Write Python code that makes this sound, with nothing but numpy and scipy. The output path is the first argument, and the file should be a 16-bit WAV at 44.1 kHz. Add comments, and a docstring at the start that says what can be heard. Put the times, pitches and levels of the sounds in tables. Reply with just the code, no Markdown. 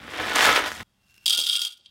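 """Roasted coffee beans slide and tumble inside a hand-held canister, close to the microphone in a small
kitchen: a dull, swelling rattle that is cut short. Then they creep over a tilting ceramic bowl and
pour into a metal grinder hopper, which rings with every bean until the heap settles.
Faint room tone lies under it all."""
import sys
import numpy as np
from scipy import signal
from scipy.fft import rfft, irfft, next_fast_len
from scipy.io import wavfile

SR = 44100
rng = np.random.default_rng(int(sys.argv[2]) if len(sys.argv) > 2 else 0)


def dump(signal):
    """Clip the signal to [-1, 1] and save it as 16-bit WAV at the path in sys.argv[1]."""
    limited = np.clip(np.atleast_2d(signal).T, -1, 1)
    pcm = np.round(limited * 32767).astype(np.int16)
    wavfile.write(sys.argv[1], SR, pcm)


N = 83790
TIME = np.arange(N) / SR


def amp(db):
    return 10 ** (np.asarray(db) / 20)


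def unit_rms(x):
    return x / np.sqrt(np.mean(x ** 2) + 1e-20)


def along(points, hz):
    """Reads (Hz, value) points on a log frequency axis."""
    point_hz, values = np.transpose(points)
    return np.interp(np.log(hz + 1), np.log(point_hz + 1), values)


def levels(rows):
    """One gain per sample for each dB column after the time."""
    times, *columns = np.transpose(rows)
    return [amp(np.interp(TIME, times, db)) for db in columns]


def convolve(x, response):
    """Passes x through a response scaled to energy 1."""
    return signal.fftconvolve(x, response / np.linalg.norm(response))[:N]


def colour(x, spectrum, lo_hz=10, hi_hz=30000, size=4096, order=8):
    """Causal filter with the given spectrum between two edges."""
    hz = np.fft.rfftfreq(size, 1 / SR) + 1
    edges = np.sqrt((1 + (lo_hz / hz) ** order) * (1 + (hz / hi_hz) ** order))
    gain = amp(along(spectrum, hz)) / edges
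    cepstrum = irfft(np.log(gain + 1e-6))
    cepstrum[1:size // 2] *= 2  # fold to minimum phase
    cepstrum[size // 2 + 1:] = 0
    return convolve(x, irfft(np.exp(rfft(cepstrum))))


def stream(per_s, spread_db):
    """Random contacts of uneven strength, rms 1."""
    touches = rng.random(N) < per_s / SR
    strength = amp(spread_db * np.minimum(rng.standard_normal(N), 2))
    return unit_rms(touches * strength)


def blows(rows):
    """One impulse for each (seconds, dB) row."""
    starts, db = np.transpose(rows)
    return np.bincount(np.round(starts * SR).astype(int), amp(db), N)[:N]


def bursts(contacts, life_s):
    """Each contact becomes its own tiny, decaying burst of noise."""
    decay = np.exp(-2 / (life_s * SR))
    energy = signal.lfilter([1 - decay], [1, -decay], contacts ** 2)
    return np.sqrt(energy) * rng.standard_normal(N)


def ring(contacts, modes, scatter_db, attack_s=0.00034):
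    """Every contact starts decaying tones in new phases, with strengths varying by up to scatter_db."""
    t = np.arange(SR // 2) / SR
    onset = 1 - np.exp(-t / attack_s)
    out = np.zeros(N)
    for hz, db, t60 in modes:
        mode = np.exp(2j * np.pi * hz * t - np.log(1000) * t / t60) * onset
        strength = amp(scatter_db * (2 * rng.random(N) - 1))
        phase = np.exp(2j * np.pi * rng.random(N))
        out += amp(db) * np.sqrt(2) * convolve(contacts * strength * phase, mode).real
    return out / np.linalg.norm([amp(db) for _, db, _ in modes])


# Bands of a bean's click. Each row: lower edge in Hz, upper edge in Hz.
CLICK_BANDS = [(20, 4500), (4500, 7000), (7000, 9500), (9500, 12500), (12500, 20000)]

def bean_clicks(contacts, life_s, range_db):
    """Each bean's dry click has its own colour: every band gets a gain between 0 dB and range_db."""
    out = np.zeros(N)
    for band in CLICK_BANDS:
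        noise = bursts(contacts * amp(range_db * rng.random(N)), life_s)
        out += signal.sosfilt(signal.butter(2, band, "band", fs=SR, output="sos"), noise)
    return out


# Beans sliding, close up. Each row: time in seconds, then relative mids, treble and lows in dB.
SLIDE_LEVELS = [(0.0, -47, -62, -53.5), (0.196, -31.5, -45.5, -39), (0.35, -26.5, -39, -33.5),
                (0.356, -20.5, -25.5, -32), (0.374, -20, -33.5, -30.5), (0.448, -17, -26, -35),
                (0.5, -18.5, -31, -24.5), (0.55, -23.5, -35, -39.5), (0.56, -15.5, -25.5, -24.5),
                (0.616, -31.5, -44, -38), (0.658, -26, -39.5, -35.5), (0.732, -45, -45.5, -64),
                (0.81, -38.5, -48.5, -46.5), (0.83, -49, -52, -71)]
# The rattle heard from just outside the canister. Each row: frequency in Hz, relative level in dB.
CANISTER_SPECTRUM = [(130, -41.5), (220, -15.5), (398, -8.5), (451, -9.5), (484, -5.5), (569, -5.5),
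                     (891, -3.5), (1070, -3.5), (1250, -3), (1730, 0), (2610, -6), (3480, -4.5),
                     (4090, -11), (12000, -25.5), (16000, -30)]
# Brief mid-pitched tones in the rattle. Each row: frequency in Hz, relative level in dB, T60 in seconds.
RATTLE_TONES = [(330, -14, 0.093), (486, -11, 0.29), (891.5, -3.5, 0.13), (984.6, -9, 0.35),
                (1297, 6, 0.24), (1447, 0.5, .12), (1564, -19.5, 0.33), (1771, -1, 0.27), (1792, -6, 0.04),
                (2175, -1, 0.13)]

def canister_slide():
    """Sliding beans make a dense, dull rattle, coloured by brief tones, with bright ticks on top."""
    mids, treble, lows = levels(SLIDE_LEVELS)
    contacts = stream(per_s=1500, spread_db=2.5)
    grains = bursts(contacts, life_s=0.0003)
    ticks = unit_rms(bean_clicks(stream(per_s=1200, spread_db=4), life_s=0.0012, range_db=-4))
    out = amp(-1) * colour(grains * mids, CANISTER_SPECTRUM, lo_hz=498, hi_hz=4570)
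    out += amp(0.5) * colour(ticks * treble, CANISTER_SPECTRUM, lo_hz=4270)
    out += amp(-1.5) * colour(grains * lows, CANISTER_SPECTRUM, lo_hz=235, hi_hz=497)
    return out + amp(-10.5) * ring(contacts * mids, RATTLE_TONES, scatter_db=3)


# The hand on the canister, near the microphone. Each row: time in seconds, level in dB.
HAND_LEVELS = [(0.0, -48), (0.184, -52.5), (0.202, -42.5), (0.426, -50), (0.464, -42.5), (0.758, -52),
               (0.83, -42)]
# Its rumble. Each row: frequency in Hz, relative level in dB.
HAND_SPECTRUM = [(20, -16.5), (45, -12.5), (68, -1), (120, -6), (165, -11), (228, 0), (290, -15),
                 (500, -43.5)]

def hand_rumble():
    """The hand moving the canister makes a low, uneven rumble."""
    return levels(HAND_LEVELS)[0] * colour(rng.standard_normal(N), HAND_SPECTRUM)


# The quiet kitchen behind the beans. Each row: frequency in Hz, relative level in dB.
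ROOM_SPECTRUM = [(15, -31), (30, -11.5), (60, -2), (90, -7), (120, -3.5), (150, -10), (190, -5.5),
                 (250, -11), (400, -21.5), (800, -19.5), (2000, -23), (6000, -29), (16000, -36.5)]
# Its level at the microphone. Each row: time in seconds, level in dB.
ROOM_LEVELS = [(.85, -70.5), (1.25, -68.5), (1.7, -78.5), (1.9, -72)]

def room_tone():
    """Faint, low noise that dips as the pour ends."""
    return levels(ROOM_LEVELS)[0] * colour(rng.standard_normal(N), ROOM_SPECTRUM)


# The small kitchen's decay. Each row: frequency in Hz, T60 in seconds.
KITCHEN_DECAY = [(200, .3), (2000, 0.32), (6000, 0.12), (14000, 0.097)]

def kitchen(direct, wet_db=-11, delay_s=0.002):
    """At close range the direct sound leads; the room adds a short answer whose treble dies first."""
    hz, t, spectra = signal.stft(rng.standard_normal(SR // 2), SR, nperseg=256)
    decay = np.exp(-np.log(1000) * t / along(KITCHEN_DECAY, hz)[:, None])
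    _, tail = signal.istft(spectra * decay, SR, nperseg=256)
    return direct + amp(wet_db) * convolve(direct, np.pad(tail, (round(delay_s * SR), 0)))


# Knocks inside the canister. Each row: start in seconds, relative level in dB, pitch in Hz.
CANISTER_KNOCKS = [(.080, -21.5, 1730), (0.177, -21, 3900), (0.202, -14, 1620), (0.296, -23, 2920),
                   (0.322, -17, 6000), (0.3592, -8.5, 5700), (0.3591, -2, 7560), (0.3714, -17, 4570),
                   (0.4085, -4, 2170), (0.4222, -5.5, 3000), (0.4369, -5.5, 1500), (.445, -4.5, 2200),
                   (0.4787, -2, 1530), (0.4914, -0.5, 1370), (0.494, -1, 2000), (0.5041, -2, 2170),
                   (0.529, -8, 6000), (0.5611, -5.5, 1470), (0.5617, 0, 3000), (0.567, -16, 1190),
                   (.6095, -19, 2000), (0.64, -21, 1800), (0.657, -29, 1780), (0.671, -19, 2600),
                   (0.7177, -12, 1640), (0.8036, -17, 1970)]

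def canister_knocks(decay_cycles=0.93, gain_db=-1):
    """Single beans strike the wall harder: a heavily damped tone with a little noisy crack."""
    t = np.arange(SR // 50) / SR
    out = np.zeros(N)
    for start, db, hz in CANISTER_KNOCKS:
        crack = amp(-22.5) * rng.standard_normal(len(t))
        knock = (np.sin(2 * np.pi * hz * t) + crack) * np.exp(-hz * t / decay_cycles)
        out[round(start * SR):][:len(t)] += amp(db + gain_db) * knock
    return signal.sosfilt(signal.butter(2, 300, "high", fs=SR, output="sos"), out)


# Beans creeping over the bowl, faint even up close. Each row: time in seconds, relative level in dB.
CREEP_LEVELS = [(.85, -99), (.98, -79), (1.08, -62), (1.15, -59.5), (1.2, -63.5), (1.26, -55), (1.4, -75)]
# Single beans tapping it. Each row: start in seconds, relative level in dB.
BOWL_TAPS = [(1.1095, -35), (1.1425, -26.5), (1.163, -33), (1.179, -24), (1.2415, -35)]
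# The ceramic's ring. Each row: frequency in Hz, relative level in dB, T60 in seconds.
BOWL_MODES = [(1551, -7.5, 0.035), (2740, 4.5, 0.069), (2945, -17, 0.044), (5420, -5.5, 0.057)]
# The tick of bean on ceramic. Each row: frequency in Hz, relative level in dB.
TICK_SPECTRUM = [(200, 0.5), (700, -16), (1600, -5), (4000, 0), (8000, -5), (16000, -10)]

def bowl_creep():
    """Beans start to creep and tap the tilting ceramic, which rings faintly."""
    contacts = levels(CREEP_LEVELS)[0] * stream(per_s=700, spread_db=3.5) + blows(BOWL_TAPS)
    ceramic = amp(-5.5) * ring(contacts, BOWL_MODES, scatter_db=3.5)
    ticks = amp(-7) * colour(bursts(contacts, life_s=0.0015), TICK_SPECTRUM)
    return ceramic + ticks


# The stream landing in the hopper, close up. Each row: time in seconds, relative level in dB.
POUR_LEVELS = [(1.256, -81), (1.26, -30), (1.31, -23.5), (1.355, -28.5), (1.38, -21), (1.43, -31.5),
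               (1.48, -30), (1.57, -29.5), (1.61, -31), (1.66, -35.5), (1.70, -45), (1.76, -59.5),
               (1.80, -62), (1.84, -66), (1.857, -54), (1.9, -84)]
# Beans hitting bare metal. Each row: start in seconds, relative level in dB, offset of the crack in dB.
METAL_HITS = [(1.2582, -5, 8), (1.2625, 3, 2.5), (1.268, -10, -5), (1.2795, -1, 3.5), (1.286, -8, 0),
              (1.2965, -1.5, 8), (1.306, -0.5, 1.5), (1.3105, -12, -5), (1.3285, -2, 2), (1.332, 0, -6),
              (1.336, 2, -9), (1.342, -12, -5), (1.349, -4, -3), (1.373, -5, 2), (1.4145, -4.5, -5),
              (1.4375, -4.5, -3), (1.4675, -1.5, -3.5), (1.4745, -11.5, 2), (1.4895, -4, -1),
              (1.497, 2.5, -12), (1.512, -12, -3), (1.531, -4, -10), (1.554, -1, -14), (1.563, -1, -1.5),
              (1.569, -6, -5), (1.5925, -4.5, -8), (1.617, -2, 2.5), (1.637, -18, 2), (1.6495, -7, 3.5),
              (1.668, -14, -1), (1.678, -21, 7), (1.7215, -22.5, 0), (1.728, -26.5, -2),
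              (1.7755, -38.5, 8.5), (1.809, -38, -11), (1.8598, -22.5, -5), (1.875, -51, -2),
              (1.89, -37, -8)]
# The crack of a landing bean. Each row: frequency in Hz, relative level in dB.
CRACK_SPECTRUM = [(30, -35), (130, -24), (280, -8.5), (600, -10), (1100, -13), (2000, -11.5), (3200, 14),
                  (5000, 10.5), (6500, 6), (9000, 5.5), (12000, 1), (16000, -2)]
# The metal around the burr. Each row: frequency in Hz, relative level in dB, T60 in seconds.
HOPPER_MODES = [(2333, -22.5, 0.062), (2778, -9.5, 0.056), (3090, -10, 0.021), (3217, 3, 0.035),
                (3327, 1.5, 0.049), (3515, -2.5, 0.013), (3543, -3, 0.026), (3750, -5, 0.055),
                (4535, -8, 0.019), (4707, -6, 0.026), (4880, -6, .02), (5410, -12, 0.023),
                (8230, -10, 0.016), (9410, -10.5, 0.014)]

def hopper_pour(hit_db=3.5, settled_s=1.79, dull_above_hz=6400):
    """Each landing bean cracks and rings the metal; the last gentle touches of the heap are dull."""
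    pour = amp(-2) * levels(POUR_LEVELS)[0] * stream(per_s=440, spread_db=1.5)
    hits = amp(hit_db) * blows([(start, db) for start, db, _ in METAL_HITS])
    sharp_hits = amp(hit_db) * blows([(start, db + crack_db) for start, db, crack_db in METAL_HITS])
    clicks = bean_clicks(pour, life_s=0.0029, range_db=6)
    clicks += amp(-1.5) * bean_clicks(sharp_hits, life_s=0.0035, range_db=3)
    cracks = amp(-6.5) * colour(clicks, CRACK_SPECTRUM)
    metal = amp(-1) * ring(pour + hits, HOPPER_MODES, scatter_db=6)
    bright = cracks + metal
    dull = signal.sosfilt(signal.butter(2, dull_above_hz, fs=SR, output="sos"), bright)
    return np.where(TIME < settled_s, bright, dull)


# Beans sliding down the hopper's flared wall. Each row: time in seconds, level in dB.
WALL_LEVELS = [(1.26, -90), (1.29, -48), (1.35, -46.5), (1.45, -52.5), (1.51, -46), (1.57, -50.5),
               (1.64, -53), (1.69, -66.5), (1.75, -89)]
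# That wall's low modes. Each row: frequency in Hz, relative level in dB, T60 in seconds.
WALL_MODES = [(834, -19, .12), (1252, -9, .13), (1420, 0, .16)]

def hopper_wall():
    """The wall hums under the many small contacts of sliding beans."""
    contacts = levels(WALL_LEVELS)[0] * stream(per_s=810, spread_db=-3)
    return ring(contacts, WALL_MODES, scatter_db=0)


# Bumps on the grinder's body. Each row: start in seconds, relative level in dB.
BODY_BUMPS = [(1.384, -18), (1.789, -42)]
# Their thud at close range. Each row: frequency in Hz, relative level in dB.
THUD_SPECTRUM = [(30, -12), (100, -5), (170, -10), (260, -3), (400, -2), (540, 0), (700, -7), (850, -5),
                 (1200, -18), (4000, -60)]

def grinder_bumps():
    """The body takes two soft bumps, each a short, low thud."""
    return colour(bursts(blows(BODY_BUMPS), life_s=0.015), THUD_SPECTRUM)


def scene(cut_s=0.832):
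    """One close microphone in the kitchen: the canister, then a hard cut to the bowl and grinder."""
    room = room_tone()
    tumbling = kitchen(canister_slide() + canister_knocks()) + hand_rumble()
    pouring = kitchen(bowl_creep() + hopper_pour() + hopper_wall() + grinder_bumps())
    return (np.where(TIME < cut_s, tumbling, pouring) + room)[None]


def record(dry):
    """The microphone's signal falls off steeply above the band limit."""
    top_hz = 16000
    size = next_fast_len(N + SR // 2)
    gain = 1 / (1 + (np.fft.rfftfreq(size, 1 / SR) / top_hz) ** 160)
    return irfft(rfft(dry, size) * gain, size)[..., :N]


dry = scene()
out = record(dry)
dump(out)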